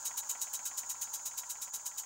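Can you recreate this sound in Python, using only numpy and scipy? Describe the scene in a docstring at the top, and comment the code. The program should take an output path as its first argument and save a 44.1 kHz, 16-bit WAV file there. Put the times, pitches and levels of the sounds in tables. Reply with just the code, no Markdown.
"""On a workshop bench, a single-cylinder model steam engine runs at about 500 turns a minute.
Once a turn, wet steam chuffs from the exhaust; half a turn later the crank takes up its play
with a soft double knock. Leaking steam sputters all the time, the burner murmurs under the
boiler, and the mains hums faintly. Twice the level dips briefly."""
import sys
import numpy as np
from scipy import signal
from scipy.fft import rfft, irfft
from scipy.io import wavfile

SR = 44100
rng = np.random.default_rng(int(sys.argv[2]) if len(sys.argv) > 2 else 0)


def dump_mix(stems):
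    """Bounce the given channels to the path in sys.argv[1] as a 16-bit WAV at rate SR."""
    frames = np.atleast_2d(stems).T  # one column per channel
    limited = np.clip(frames, -1, 1)  # hard clip at full scale
    pcm = np.round(limited * 32767).astype(np.int16)
    wavfile.write(sys.argv[1], SR, pcm)


N = 90581


def amp(db):
    """Turns decibels into a gain."""
    return 10 ** (np.asarray(db) / 20)


def evened(x):
    """Scales a signal to an average power of 1."""
    return x / np.sqrt(np.mean(x ** 2) + 1e-20)


def read(points, hz):
    """Looks up a table's value at any pitch, gliding between its rows."""
    f, value = np.transpose(points)
    return np.interp(np.log(hz + 1), np.log(f + 1), value)


def add(mix, s, sound):
    """Mixes a sound in at s seconds."""
    part = mix[max(round(s * SR), 0):][:len(sound)]
    part += sound[:len(part)]


def colour(x, spectrum, rings, size=8192):
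    """Gives a sound a broad tone colour with narrow ringing peaks on top."""
    hz = np.fft.rfftfreq(size, 1 / SR)
    peaks_db = sum(boost / (1 + (2 * (hz - f) / width) ** 2) for f, width, boost in rings)
    cepstrum = irfft(np.log(amp(read(spectrum, hz) + peaks_db)))
    cepstrum[1:size // 2] *= 2  # folded so that ringing only comes after its cause
    cepstrum[size // 2 + 1:] = 0
    ring = irfft(np.exp(rfft(cepstrum)))[:size // 2]
    return signal.oaconvolve(x, ring / np.linalg.norm(ring))[:N]


# tones of the hum: f/Hz, level/dB
HUM_TONES = [(60, -84), (120, -84)]
def hum():
    """The mains supply hums faintly in two low tones."""
    t = np.arange(N) / SR
    return sum(amp(db) * np.sqrt(2) * np.sin(2 * np.pi * (hz * t + rng.random())) for hz, db in HUM_TONES)


# how strong the flame's noise is, from low to high: f/Hz, level/dB
FLAME_SPECTRUM = [(25, -15), (70, -20.5), (100, -16.5), (170, -20.5), (270, -15.5), (380, -19), (600, -9),
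                  (700, -14), (820, 1.5), (1050, 0.5), (1200, -7.5), (1450, -6), (1680, -5.5), (1850, -20),
                  (2400, -19), (4000, -16.5), (16000, -46)]
# pitches at which the flue (the chimney) rings: f/Hz, width/Hz, boost/dB
FLUE_RINGS = [(572, 62, 2), (965, 57, 6), (1373, 72, 8.5)]
def burner():
    """The flame's soft roar flutters in the flue and slowly fades."""
    start_db, fade_db_per_s, flutter_db, flutter_hz = -54.5, -2, 1.1, (9, 53)
    flutter_band = signal.butter(2, flutter_hz, "bandpass", fs=SR, output="sos")
    flutter = evened(signal.sosfilt(flutter_band, rng.standard_normal(N)))
    level = amp(start_db + fade_db_per_s * np.arange(N) / SR + flutter_db * flutter)
    return level * colour(rng.standard_normal(N), FLAME_SPECTRUM, FLUE_RINGS)


def wet_steam(drops_per_s, drop_share):
    """Swirling steam hisses; bursting droplets click and take drop_share of the power."""
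    clicks = evened(rng.uniform(-0.88, 1, N) * (rng.random(N) < drops_per_s / SR))
    return np.sqrt(1 - drop_share) * rng.standard_normal(N), np.sqrt(drop_share) * clicks


# how strong the leak is, from low to high: f/Hz, level/dB
LEAK_SPECTRUM = [(2000, -47), (3600, -38.5), (4800, -20.5), (5850, -18), (6350, -6), (7150, -5),
                 (7550, -13), (8050, -13), (8550, -21.5), (9800, -28.5), (13000, -33), (15000, -28),
                 (15800, -25.5)]
# pitches at which the leak rings: f/Hz, width/Hz, boost/dB
LEAK_PEAKS = [(6245, 70, 6), (6590, 70, 7), (6790, 60, 4), (6990, 80, 8), (7200, 80, 6), (8900, 320, 7),
              (12250, 250, 4), (14520, 170, 7), (15670, 200, 10)]
def leak():
    """Wet steam leaks out with a high sizzle that slowly weakens."""
    start_db, fade_db_per_s = -45, -1.63
    level = amp(start_db + fade_db_per_s * np.arange(N) / SR)
    hiss, drops = wet_steam(drops_per_s=500, drop_share=0.16)
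    return level * colour(hiss + drops, LEAK_SPECTRUM, LEAK_PEAKS)


# how long the room takes to fade by 60 dB at each pitch: f/Hz, t/s
ROOM_FADE = [(200, 0.11), (3000, 0.093), (8000, 0.096), (16000, 0.048)]
def workshop(sound):
    """The room answers with a short wash of echoes whose treble dies first."""
    echoes = rng.standard_normal(SR // 2) * (np.arange(SR // 2) / SR > .003)
    hz, t, bands = signal.stft(echoes, SR, nperseg=256)
    fade = np.exp(-np.log(1000) * t / read(ROOM_FADE, hz)[:, None])
    tail = signal.istft(bands * fade, SR)[1]
    return signal.fftconvolve(sound, tail / np.linalg.norm(tail))[:N]


# echoes from boiler and bench: delay/s, gain
NEAR_ECHOES = [(.0014, 0.0011), (.00205, 0.13), (.0042, 0.19), (.0062, .14)]
def bench(sound):
    """The sound arrives directly, then again off nearby surfaces."""
    out = sound.copy()
    for delay, gain in NEAR_ECHOES:
        add(out, delay, gain * sound)
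    return out


# a blow and its rebounds: delay/s, level/dB
KNOCK_BOUNCES = [(0, 1.5), (.0043, -1), (.0105, -14.5)]
# ringing tones of the engine's base and board: f/Hz, level/dB, t/s to fade by 60 dB
BASE_TONES = [(257, -21, 0.055), (580, -12.5, 0.03), (753, -6.5, 0.09), (1370, -3, 0.022),
              (1926, 0.5, 0.017), (2210, 0, 0.019), (2450, -0.5, .016), (2730, -4, 0.013),
              (2980, -7, 0.018), (3276, -6, 0.017)]
def crank(turns):
    """On each return stroke the slightly loose crank knocks, bounces and makes the base ring."""
    half_turn_s, jitter_s, knock_db = .0622, .00015, -54
    t, blows = np.arange(SR // 8) / SR, np.zeros(N)
    for start, _, db in turns:
        for delay, bounce_db in KNOCK_BOUNCES:
            when = start + half_turn_s + delay + jitter_s * rng.standard_normal()
            add(blows, when, amp([db + bounce_db]))
    ring = sum((-1) ** k * amp(db) * np.exp(-np.log(1000) * t / fade_s) * np.sin(2 * np.pi * hz * t)
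               for k, (hz, db, fade_s) in enumerate(BASE_TONES))
    return amp(knock_db) * signal.oaconvolve(blows, ring)[:N]


# how strong the steam jet is, from low to high: f/Hz, level/dB
JET_SPECTRUM = [(300, -34.5), (1000, -24), (2100, -23.5), (2700, -18.5), (3550, -19.5), (4500, -15.5),
                (5800, -9), (6500, -3), (7100, -2.5), (7900, -4.5), (8700, -10), (10200, -10.5),
                (11400, -13), (13200, -11), (13900, -7), (15700, -10.5)]
# the same for bursting droplets: f/Hz, level/dB
DROP_SPECTRUM = [(1000, -36), (3500, -27), (5600, -17.5), (6500, 0), (7200, -2), (8500, -11), (11000, -26),
                 (16000, -23.5)]
# pitches at which the exhaust pipe rings: f/Hz, width/Hz, boost/dB
PIPE_RINGS = [(3040, 70, 8), (3865, 110, 12), (4050, 60, 4), (5610, 60, 4), (6590, 60, 5), (6990, 70, 5),
              (7200, 70, 4), (8140, 70, 4)]
# larger drops spat out with the steam: t/s, level/dB
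BIG_DROPS = [(.0565, -19), (.1805, -16), (.185, -19), (1.0152, -21), (1.3815, -20), (1.765, -17)]
def exhaust(turns):
    """Once a turn, a puff of steam and its droplets sound through the exhaust pipe."""
    open_s, shut_s, chuff_db = 0.0079, .026, -30.5
    t, flow, spits = np.arange(SR // 8) / SR, np.zeros(N), np.zeros(N)
    puff_db = (2000 * np.minimum(t - open_s, 0)  # the steam port opens (dB per second)
               - 170 * np.maximum(t - open_s, 0)  # the pressure sags
               - 950 * np.maximum(t - shut_s, 0))  # the port shuts
    for start, db, _ in turns:
        add(flow, start, amp(chuff_db + db + puff_db))
    for start, db in BIG_DROPS:
        add(spits, start, amp([db]))
    hiss, drops = wet_steam(drops_per_s=700, drop_share=0.23)
    jet = colour(flow * hiss + spits, JET_SPECTRUM, PIPE_RINGS)
    return jet + colour(flow * drops, DROP_SPECTRUM, PIPE_RINGS)


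# one row per turn, as the exhaust opens: t/s, chuff level/dB, knock level/dB
TURNS = [(0.048, -2, 3.5), (0.1683, -2, -0.5), (0.2886, -2.5, 3.5), (0.4089, -3, 2), (0.5292, -3, 2.5),
         (0.6496, -3.5, 2), (0.7699, -4.5, 2), (0.8902, -4.5, -1), (1.0105, -4.5, -0.5),
         (1.1308, -4.5, -3.3), (1.2511, -4.5, -0.5), (1.3714, -4.5, 2), (1.4917, -5.5, -0.5),
         (1.612, -5, -1), (1.7323, -5.0, -4), (1.8526, -5.5, -1.5), (1.973, -5.5, -2.5)]
def scene():
    """The engine chuffs and knocks, with its echoes, over the hum, burner and leak."""
    engine, room_db = bench(exhaust(TURNS)) + crank(TURNS), -7.5
    return (engine + amp(room_db) * workshop(engine) + leak() + burner() + hum())[None]


# brief dips in level: deepest at t/s, fall/s, rise/s, level/dB
LEVEL_DIPS = [(.219, .004, .004, -12), (1.717, .012, .004, -13)]
def record(dry):
    """Twice everything but the sizzle dips briefly; the very highest treble is cut off."""
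    sizzle_hz, top_hz = (6000, 7800), 15800
    t = np.arange(N) / SR
    dip = amp(sum(db * np.exp(-((t - when) / np.where(t < when, fall, rise)) ** 2)
                  for when, fall, rise, db in LEVEL_DIPS))
    sizzle = signal.sosfiltfilt(signal.butter(2, sizzle_hz, "bandpass", fs=SR, output="sos"), dry)
    dipped = sizzle + dip * (dry - sizzle)
    treble_cut = signal.firwin(511, top_hz, window=("kaiser", 9), fs=SR)
    return signal.oaconvolve(dipped, treble_cut[None], "same")


dry = scene()
out = record(dry)
dump_mix(out)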